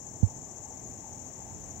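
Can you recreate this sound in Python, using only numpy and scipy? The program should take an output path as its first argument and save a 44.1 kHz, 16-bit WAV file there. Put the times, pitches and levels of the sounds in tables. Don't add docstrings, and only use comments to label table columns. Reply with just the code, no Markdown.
import sys
import numpy as np
from scipy import signal
from scipy.fft import rfft, irfft, next_fast_len
from scipy.io import wavfile
from scipy.ndimage import map_coordinates

SR = 44100
rng = np.random.default_rng(int(sys.argv[2]) if len(sys.argv) > 2 else 0)


def wav_out(sig):
    wavfile.write(sys.argv[1], SR, np.round(np.clip(np.atleast_2d(sig).T, -1, 1) * 32767).astype(np.int16))


N = 79380
T = np.arange(N) / SR


def amp(db):
    return 10 ** (np.asarray(db) / 20)


def unit(x):
    return x / np.sqrt(np.mean(x ** 2) + 1e-20)


def wobble(rate):
    return map_coordinates(rng.standard_normal(8192), [T * rate], mode="wrap")


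def filtered(x, response):
    size = next_fast_len(N + SR // 2)
    return irfft(rfft(x, size) * response(np.fft.rfftfreq(size, 1 / SR)), size)[..., :N]


def coloured(x, eq):
    points_hz, db = np.transpose(eq)
    return filtered(x, lambda hz: amp(np.interp(np.log(hz + 1), np.log(points_hz), db)))


def noise(eq, alike=0):
    mid, side = coloured(rng.standard_normal((2, N)), eq)
    width = np.arccos(np.clip(alike, -1, 1)) / 2
    return unit(np.cos(width) * mid + np.sin(width) * np.array([side, -side]))


def cricket(first, rate, gap, start_hz, end_hz, stroke_s=.0165):
    song = np.zeros(N)
    rasp = .4 * wobble(800)
    for k, (late, sharp, loud) in enumerate(rng.standard_normal((70, 3))):
        chirp, stroke = divmod(k, 2)
        start = first + chirp / rate + stroke * gap + .0006 * late
        span = slice(*np.searchsorted(T, [start, start + stroke_s]))
        progress = (T[span] - start) / stroke_s
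        hz = (start_hz + (end_hz - start_hz) * progress) * (1 + .006 * sharp)
        phase = 2 * np.pi * np.cumsum(hz) / SR + rasp[span]
        swell = np.sin(np.pi * progress ** .85) ** 2
        tone = np.sin(phase) + amp(-46) * np.sin(2 * phase)
        song[span] += amp(1.5 * loud) * swell * tone
    return unit(song)


def patio(song, tail_db, tail_t60, early_db=-4, early_t60=.012):
    t = T[:SR // 2]
    pre_rolled = np.pad(song, (len(t), 0), mode="wrap")
    wet = 0
    for db, t60 in (early_db, early_t60), (tail_db, tail_t60):
        impulse = rng.standard_normal((2, len(t))) * amp(-60 * t / t60)
        echo = signal.fftconvolve(pre_rolled[None], impulse, axes=1)
        wet += amp(db) * unit(echo[:, len(t):len(t) + N])
    return unit(song + wet)


# (first chirp [s], chirp rate [1/s], stroke spacing [s], stroke start [Hz],
# stroke end [Hz], pre-EQ level [dB])
NEAR_CRICKETS = [(-.0095, 14.19, .022, 7150, 5450, -43.3), (-.0205, 15.68, .020, 7800, 7050, -52)]

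def near_crickets():
    return sum(amp(db) * patio(cricket(*voice), tail_db=-4, tail_t60=.09)
               for *voice, db in NEAR_CRICKETS)


def trill(hz=7037):
    tone = np.sin(2 * np.pi * hz * T + .6 * wobble(25))
    return amp(-59) * unit(tone * amp(.89 * wobble(40)))


def chorus(count=6, rate=14.6, start_hz=7350, end_hz=5950):
    firsts = -(1 + rng.random(count)) / rate
    rates = rate * (1 + .057 * rng.standard_normal(count))
    detunes = 1 + .035 * np.linspace(-1, 1, count)
    songs = sum(cricket(first, pace, .022, start_hz * detune, end_hz * detune)
                for first, pace, detune in zip(firsts, rates, detunes))
    return amp(-45.5) * patio(unit(songs), tail_db=12, tail_t60=.47)


# (frequency [Hz], gain [dB])
SCRAPE_EQ = [(3500, -72), (4900, -24.5), (5600, -2), (6500, -1.5), (7500, 5.5), (8300, -26.5), (9200, -13),
             (9600, -19.5), (10300, -42), (15000, -19)]

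def wing_scrape():
    return amp(-49.5) * noise(SCRAPE_EQ)


# (frequency [Hz], gain [dB])
WING_EQ = [(4600, -28), (5400, -3.5), (6000, 1), (6350, -1), (6700, -2), (7200, 2), (7600, -2),
           (7900, -1.5), (8250, -10), (12000, 2), (15500, -18)]

def insects(right_db=-28.5):
    near, thin_trill, far = near_crickets(), trill(), chorus()
    bus = coloured(near + far, WING_EQ) + thin_trill + wing_scrape()
    return bus * amp([[0], [right_db]])


# (time [s], level [dB])
RUMBLE_FADER = [(0, -56.5), (0.18, -50), (0.34, -51), (0.42, -53.5), (0.52, -55.5), (0.6, -54), (0.69, -56),
                (0.79, -53), (0.87, -48), (1.0, -55.5), (1.1, -54.5), (1.18, -50.5), (1.3, -53.5),
                (1.46, -51.5), (1.59, -47.5), (1.66, -52), (1.74, -48)]
# (frequency [Hz], gain [dB])
RUMBLE_EQ = [(20, -19), (40, -6.5), (60, -5.5), (105, -0.5), (170, -7), (260, -9.5), (400, -17), (900, -49)]
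# (left gain [dB], right gain [dB])
RUMBLE_PAN = [-2.5, 4]

def rumble(sway_db=.6):
    level_db = np.interp(T, *np.transpose(RUMBLE_FADER)) - sway_db * wobble(12.1)
    return amp(level_db) * amp(RUMBLE_PAN)[:, None] * noise(RUMBLE_EQ, alike=.9)


# (frequency [Hz], gain [dB])
AIR_LEFT_EQ = [(300, -4.5), (1300, -1), (1900, 1.5), (3000, -6), (4400, -11), (8200, -14.5), (10500, -21),
               (12500, -10), (14000, -23), (15700, -32)]
AIR_RIGHT_EQ = [(300, -2), (1500, 10), (2800, -17.5), (4500, -32), (8300, -42), (9500, -19), (12000, -4.5),
                (15700, -29)]

def night_air(rise_db_per_s=2.5):
    left = amp(-61.5) * noise(AIR_LEFT_EQ)[0]
    right = amp(-74) * noise(AIR_RIGHT_EQ)[1]
    return np.array([left, right]) * amp(rise_db_per_s * (T - T.mean()))


# (frequency [Hz], gain [dB])
TOWN_EQ = [(30, -7.5), (100, -1.5), (250, 0), (370, -2), (520, -4.5), (680, -1), (850, -2), (1000, -13.5),
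           (1130, -11), (1300, -26), (2000, -26), (3000, -44), (6000, -65)]

def town_wash():
    return amp(-52) * noise(TOWN_EQ, alike=.62)


FROG_CUES = [.22, .6, 1.0, 1.379, 1.758]
# (frequency [Hz], gain [dB])
FROG_EQ = [(500, -51), (740, -12), (810, -5), (885, -4.5), (930, -13), (1200, -56)]

def frog(call_s=.19, pitch_hz=880, rattle_hz=46):
    progress = [np.clip((T - start) / call_s, 0, 1) for start in FROG_CUES]
    swell = sum(np.abs(np.sin(np.pi * call)) ** .5 for call in progress)
    rattle = 1 + .35 * np.sin(2 * np.pi * rattle_hz * T + wobble(20))
    tone = amp(-4) * unit(np.sin(2 * np.pi * pitch_hz * T + wobble(45)))
    voice = tone + noise(FROG_EQ, alike=.22)
    return amp(-56) * swell * unit(rattle * voice)


# (frequency [Hz], level [dB], 60 dB decay time [s], attack [s])
BODY_MODES = [(98.5, 4.5, 0.074, 0.02), (166, 0.5, 0.028, 0.0077), (223, -13, 0.046, 0.0032),
              (62, -8.5, 0.084, 0.018)]
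# (frequency [Hz], gain [dB])
PUFF_EQ = [(100, 3), (350, -4.5), (500, -12.5), (720, 0), (1000, -26), (2500, -74)]

def handling_bump(start_s=.2272, left_db=-45, puff_attack_s=.0014, puff_t60=.037):
    t = np.maximum(T - start_s, 0)
    ring = np.zeros(N)
    for k, (hz, db, t60, attack) in enumerate(BODY_MODES):
        envelope = amp(db - 60 * t / t60) * (1 - np.exp(-2 * (t / attack) ** 2))
        ring += (-1) ** k * envelope * np.sin(2 * np.pi * hz * t)
    puff_envelope = amp(-22 - 60 * t / puff_t60) * (1 - np.exp(-t / puff_attack_s))
    puff = puff_envelope * noise(PUFF_EQ)[0]
    return (ring + puff) * amp([[left_db], [0]])


def scene():
    return insects() + frog() + handling_bump() + rumble() + night_air() + town_wash()


def record(dry):
    low_cut_hz, top_hz = 34, 15700
    return filtered(dry, lambda hz: (hz < top_hz) * hz ** 4 / (hz ** 4 + low_cut_hz ** 4))


dry = scene()
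out = record(dry)
wav_out(out)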